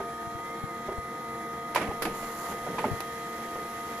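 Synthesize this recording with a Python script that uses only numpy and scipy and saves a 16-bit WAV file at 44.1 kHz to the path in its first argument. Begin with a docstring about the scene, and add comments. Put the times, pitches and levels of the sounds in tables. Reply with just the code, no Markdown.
"""A laser printer runs on a wooden table, heard from close by. From the start its stepper motor and gears
whine over fan noise, while the mirror motor spins up, overshoots and locks at 1 s. Near 1.75 s a solenoid
clicks, the pick-up mechanism knocks in the plastic case and the feed rollers start. From 2.1 s a sheet
slides off the stack with a hiss of friction, and the rollers carry it on to the end. Now and then in the
first three seconds the hand-held microphone is bumped."""
import sys
import numpy as np
from scipy import signal
from scipy.fft import rfft, irfft
from scipy.io import wavfile

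SR = 44100
rng = np.random.default_rng(int(sys.argv[2]) if len(sys.argv) > 2 else 0)


def unload_audio(sound):
    """Save the sound as a 16-bit wav file, at the path given as the first command line argument."""
    columns = np.transpose(np.atleast_2d(sound))
    # keep every value between -1 and 1, then stretch to whole-number steps
    steps = np.round(np.clip(columns, -1, 1) * 32767)
    wavfile.write(sys.argv[1], SR, steps.astype(np.int16))


N = 176400
TIME = np.arange(N) / SR

# Low stepper harmonics and thin upper ones: multiples of the step rate; left_db, right_db of each
STEPPER_MULTIPLES = [1, 2, 3, 4, 5, 6, 8, 10, 12]
STEPPER_LEVELS = [(-55, -53), (-48, -49.5), (-49, -48), (-48, -63), (-61, -56), (-74, -72), (-61, -65),
                  (-66, -65.5), (-78, -70)]
WHINE_MULTIPLES = [14, 16, 18, 22, 24, 26, 28, 32, 34, 40, 42, 44, 46, 48, 54, 58]
WHINE_LEVELS = [(-70, -60), (-72.5, -71.5), (-68, -69.5), (-73, -88), (-84, -67.5), (-87, -72.5),
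                (-82, -65.5), (-78, -69), (-80, -64.5), (-82, -84), (-70, -72), (-62, -62.5), (-80, -66),
                (-77, -76), (-71, -83), (-81, -82)]
# Load of the paper feed on motor, gears and rollers: time_s, level_db
FEED_LOAD = [(1.72, -28), (1.77, -4), (2.0, -4.5), (2.15, -3.5), (2.6, 0), (2.8, 2), (3.1, 1.5), (3.5, 0),
             (4, 2)]

def stepper_motor(step_hz=231.48, load_boost_db=2.5):
    """Periodic forcing: torque pulses give harmonics of the step rate; the upper ones grow under load."""
    hum = partials(STEPPER_MULTIPLES, STEPPER_LEVELS, step_hz, sway=.32, sway_hz=7.8)
    whine = partials(WHINE_MULTIPLES, WHINE_LEVELS, step_hz, sway=.28, sway_hz=5)
    return hum + whine * from_db(load_boost_db * envelope(FEED_LOAD))


def gears(drive_hz=1237.5, feed_hz=1838):
    """Tooth meshing: the drive gears sing throughout, the feed gears in proportion to the load."""
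    drive = partials([1 / 4, 1], [(-61.5, -57), (-39.5, -40.5)], drive_hz, sway=.071, sway_hz=12)
    feed = partials([1], [(-58, -58)], feed_hz, sway=.44, sway_hz=6.7)
    return drive + feed * envelope(FEED_LOAD)


# Spin-up and overshoot of the mirror: time_s, rotation_hz
MIRROR_SPEED = [(0, 385), (.2, 446), (.42, 500), (.58, 534), (.65, 541), (.72, 509), (.8, 499), (.92, 507)]
# Case resonances that its whine sweeps through: rotation_hz, gain_db
MIRROR_RESONANCES = [(385, -4), (420, -9), (450, 5), (470, -3), (495, -1), (505, 0.5), (520, 6), (532, -2)]

def mirror_motor(lock_s=1.0, locked_hz=505.1):
    """Forced resonance: the rotor's harmonics swell as its speed passes the resonances of the case."""
    rotation_hz = np.interp(TIME, *np.transpose(MIRROR_SPEED + [(lock_s, locked_hz)]))
    levels_db = [(-55, -58), (-65, -63), (-53.5, -49.5)]
    whine = partials([1, 2, 4], levels_db, rotation_hz, sway=.18, sway_hz=7)
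    return whine * from_db(at_hz(MIRROR_RESONANCES, rotation_hz))


# Knocks of plastic parts: start_s, case_db, tilt_db_per_octave, contact_s, ring_hz, ring_db, ring_t60_s
KNOCKS = [(.002, -11, -6.5, .002, 394, -30, 0.21), (.886, -11, -9, 0.0013, 403, -26.5, 0.068),
          (.917, -24, -11, .002, 402, -28.5, 0.083), (1.7585, 0, 1, .001, 978, -7.5, 0.026),
          (1.773, -4, -1.5, .002, 345, -31, 0.15), (1.813, -4.5, -1, 0.0025, 800, -43, 0.034),
          (1.824, -13, -2, .001, 350, -24, 0.055), (1.872, -10, -5.5, 0.0036, 757, -26.5, .06),
          (1.911, -20, -3, .002, 800, -20.5, 0.028), (2.051, -7, 0.5, 0.00071, 323, -25, 0.13),
          (2.066, -16, -5, .002, 734, -24, .05), (2.228, -20.5, 2.5, .003, 680, -30, 0.044),
          (2.512, -13, -3, 0.0026, 470, -48, 0.055), (2.665, -11.5, -9, 0.0023, 723, -25.5, .04),
          (2.782, -7, 0, 0.0027, 970, -22, .04), (2.7866, -7, -1.5, 0.0016, 898, -22, .04),
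          (2.8415, -3.5, -6, .002, 878, -12, 0.026), (2.852, -16, -8, .002, 233, -21.5, 0.053),
          (3.555, -15, -7, .0005, 800, -26, 0.018), (3.585, -24, -4, .004, 440, -34, .15)]
# Response of the case to a knock: frequency_hz, density_db
CASE_SPECTRUM = [(60, -65), (180, -68), (350, -58), (600, -51.5), (1000, -53), (1500, -55.5), (2300, -54.5),
                 (3200, -64.5), (6000, -73.5), (10000, -71.5), (14000, -99)]

def pickup_knocks(left_minus_right_db=-1.5):
    """Impact excitation: each struck part rings in one mode, along with the many modes of the case."""
    out = np.zeros((2, N))
    pan_db = left_minus_right_db * np.array([[.5], [-.5]])
    for start_s, case_db, tilt_db, contact_s, ring_hz, ring_db, t60_s in KNOCKS:
        part = from_db(ring_db + pan_db) * ring(ring_hz, t60_s, build_s=.0014)
        case = from_db(case_db) * burst(CASE_SPECTRUM, contact_s, tilt_db=tilt_db)
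        add(out, start_s, case + part)
    return out


# Solenoid and latch clicks: start_s, level_db, length_factor
CLICKS = [(1.7476, -0.5, .8), (2.021, 0.5, 1.0), (2.051, -5.5, .5), (3.004, -1.5, 0.37)]
# Spectrum of a click: frequency_hz, density_db
CLICK_SPECTRUM = [(150, -72), (500, -57.5), (1000, -59.5), (2000, -61.5), (3200, -67.5), (5000, -68.5),
                  (7000, -74.5), (10000, -63.5), (14000, -74)]

def solenoid_clicks():
    """Impulse response: a very short contact excites a wide band of frequencies."""
    out = np.zeros((2, N))
    for start_s, level_db, length in CLICKS:
        add(out, start_s, from_db(level_db) * burst(CLICK_SPECTRUM, attack_s=.00065, length=length))
    return out


# Rollers, sliding sheet, and case and tray under the turning pick-up cam: frequency_hz, density_db
ROLLER_SPECTRUM = [(100, -88), (400, -81), (1000, -88), (2000, -85.5), (3000, -90.5), (5000, -94.5),
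                   (7000, -91.5), (10000, -90), (11500, -95), (13000, -90.5), (14500, -112)]
SLIDE_SPECTRUM = [(200, -92), (600, -74.5), (1200, -76.5), (2500, -89), (4000, -90.5), (6000, -89.5),
                  (7300, -81.5), (8200, -85), (10000, -83.5), (12000, -87.5), (14500, -89)]
RUMBLE_SPECTRUM = [(30, -90), (100, -73.5), (200, -64), (330, -71.5), (450, -63), (600, -75), (900, -78.5),
                   (1500, -86.5)]
# Course of the slide and of the rumble: time_s, level_db
SLIDE_LEVEL = [(2.1, -28), (2.15, -0.5), (2.35, -1), (2.42, 1), (2.51, 2), (2.56, -8), (2.7, -28)]
RUMBLE_LEVEL = [(1.75, -30), (1.8, 1.5), (1.92, 3), (2.0, -16), (2.08, 3), (2.2, -15), (2.46, -18),
                (2.53, 2), (2.62, -20), (2.7, 2.5), (2.8, -2.5), (2.89, 5.5), (3.0, -19), (3.15, -44)]

def paper_feed(grain_db=1.27):
    """Friction noise: rollers and sheet rub with a fine grain, over the rumble of case and tray."""
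    rollers = noise(ROLLER_SPECTRUM) * envelope(FEED_LOAD)
    sheet = noise(SLIDE_SPECTRUM) * envelope(SLIDE_LEVEL)
    grain = from_db(grain_db * drift(250))
    rumble = noise(RUMBLE_SPECTRUM) * envelope(RUMBLE_LEVEL)
    return (rollers + sheet) * grain + rumble


# Soft bumps on the microphone: start_s, level_db, pitch_hz
BUMPS = [(0.271, -30, 141), (.351, -27.5, 110), (0.637, -20, 135), (.982, -22, 80), (1.888, -21.5, 96.5),
         (2.913, -17, 130), (2.932, -19.5, 103)]
# Deep rumble of the grip: frequency_hz, density_db; and its course: time_s, level_db
HANDLING_SPECTRUM = [(15, -71), (32, -65), (50, -71), (120, -100)]
HANDLING_LEVEL = [(1.85, -25), (2.0, -1), (2.1, 3.5), (2.25, -4), (2.35, -14), (2.55, -16), (2.62, -4),
                  (2.8, -22)]

def handling(right_db=-32.5):
    """Structure-borne sound: fingers shift on the microphone's housing and bump it, mostly on the left."""
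    out = noise(HANDLING_SPECTRUM) * envelope(HANDLING_LEVEL)
    for start_s, level_db, pitch_hz in BUMPS:
        thump = 2 * ring(pitch_hz, t60_s=.037, build_s=.003)
        add(out, start_s, from_db([[level_db], [level_db + right_db]]) * thump)
    return out


# Rush of the fan and gear train: frequency_hz, density_db
FAN_SPECTRUM = [(25, -86), (48, -90), (75, -73.5), (100, -82.5), (135, -75.5), (160, -75), (225, -70.5),
                (270, -78.5), (335, -67.5), (420, -78), (520, -75.5), (600, -81), (770, -74.5), (1070, -88),
                (1350, -79.5), (1560, -82), (1850, -76.5), (2200, -84.5), (2900, -96.5), (3400, -89.5),
                (5000, -96.5), (7000, -93), (10000, -95.5), (11000, -94), (14500, -101.5)]

def fan(blade_hz=135.5, flutter_db=1.0):
    """Turbulence gives a broad, fluttering rush; the passing blades add an uneven hum."""
    rush = noise(FAN_SPECTRUM) * from_db(flutter_db * drift(30))
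    return rush + partials([1], [(-60, -59.5)], blade_hz, sway=.45, sway_hz=6)


# Likeness of the sound at the two microphone ports: frequency_hz, correlation (limited to 1 in use)
COHERENCE = [(40, 0.67), (250, 1.1), (600, 1.03), (1200, 0.93), (2000, 0.38), (4000, 0), (8000, 0.08),
             (13000, 0)]
# Level difference between the ports: frequency_hz, left_minus_right_db
BALANCE = [(100, 0.5), (600, -1.5), (1200, -1.5), (2200, -7), (3600, -3), (5500, -14), (7500, -12),
           (10000, 0.5), (13000, 4)]

def noise(spectrum, size=N, tilt_db=0):
    """Partial coherence: shared and opposed noise mix at the two ports; tilt_db is per octave."""
    hz = np.fft.rfftfreq(size, 1 / SR) + 1
    mid, side = rfft(rng.standard_normal((2, size)))
    alike, sign = np.clip(at_hz(COHERENCE, hz), -1, 1), np.array([[1], [-1]])
    stereo = np.sqrt(1 + alike) * mid + sign * np.sqrt(1 - alike) * side
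    pan = from_db(sign * at_hz(BALANCE, hz) / 2)
    pan /= np.sqrt(np.mean(pan ** 2, axis=0))
    octaves = np.log2(np.maximum(hz, 400) / 1000)
    rolloff = np.maximum(1, hz / spectrum[-1][0]) ** 2
    gain = from_db(at_hz(spectrum, hz) + tilt_db * octaves) / rolloff
    return irfft(stereo * pan * gain, size) * np.sqrt(SR) / 2


def partials(multiples, levels_db, hz, sway, sway_hz):
    """Random modulation: multiples of a rate waver in strength and phase. Levels are (left, right)."""
    out = np.zeros((2, N))
    phase = 2 * np.pi * np.cumsum(hz * np.ones(N)) / SR
    for multiple, (left_db, right_db) in zip(multiples, levels_db):
        tone = np.exp(1j * (multiple * phase + 2 * np.pi * rng.random()))
        tone *= 1 + sway * (drift(sway_hz) + 1j * drift(sway_hz))
        # High partials reach the two ports out of step.
        lag = np.arccos(np.clip(at_hz(COHERENCE, multiple * np.mean(hz)), -1, 1))
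        out[0] += from_db(left_db) * tone.real
        out[1] += from_db(right_db) * (tone * np.exp(1j * lag)).real
    return np.sqrt(2) * out


def burst(spectrum, attack_s, tilt_db=0, length=1):
    """Modal overlap: dense case modes decay as noise; length scales their decay and the room's gain."""
    t = TIME[:SR // 2]
    case_t60_s, room_t60_s, room_db = .083 * length, .4, -11.5
    case = noise(spectrum, len(t), tilt_db) * from_db(-60 * t / case_t60_s)
    room = noise(spectrum, len(t), tilt_db) * from_db(room_db - 60 * t / room_t60_s) * length
    return (case + room) * (1 - np.exp(-t / attack_s))


def ring(hz, t60_s, build_s):
    """Damped oscillator: one mode builds up quickly and decays exponentially."""
    t = TIME[:SR // 2]
    return np.sin(2 * np.pi * hz * t) * from_db(-60 * t / t60_s) * (1 - np.exp(-t / build_s))


def drift(corner_hz):
    """Low-pass noise: a random fluctuation of unit standard deviation."""
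    hz = np.fft.rfftfreq(N, 1 / SR)
    slow = irfft(rfft(rng.standard_normal(N)) / (1 + (hz / corner_hz) ** 2), N)
    return slow / slow.std()


def from_db(db):
    """Amplitude ratio from decibels."""
    return 10 ** (np.asarray(db) / 20)


def at_hz(points, hz):
    """Interpolation on a log-frequency axis."""
    frequencies, values = np.transpose(points)
    return np.interp(np.log(hz + 1e-6), np.log(frequencies), values)


def envelope(points):
    """Amplitude envelope through points of time_s, level_db."""
    return from_db(np.interp(TIME, *np.transpose(points)))


def add(out, start_s, sound):
    """Superposition of a short sound from its start time."""
    start = max(0, int(start_s * SR))
    out[:, start:start + sound.shape[1]] += sound[:, :N - start]


def scene():
    """Superposition: the printer's sources and the handling noise add at the microphone."""
    drive = stepper_motor() + gears() + mirror_motor()
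    return drive + pickup_knocks() + solenoid_clicks() + paper_feed() + handling() + fan()


def record(dry):
    """Linear filtering: the microphone ports notch the treble, and a steep low-pass removes the top."""
    notch_hz, notch_q, notch_db, cutoff_hz = 8570, 3.8, -86, 14550
    notched = signal.lfilter(*signal.iirnotch(notch_hz, notch_q, fs=SR), dry)
    coloured = notched + from_db(notch_db) * (dry - notched)
    return signal.sosfilt(signal.ellip(10, .1, 80, cutoff_hz, fs=SR, output="sos"), coloured)


dry = scene()
out = record(dry)
unload_audio(out)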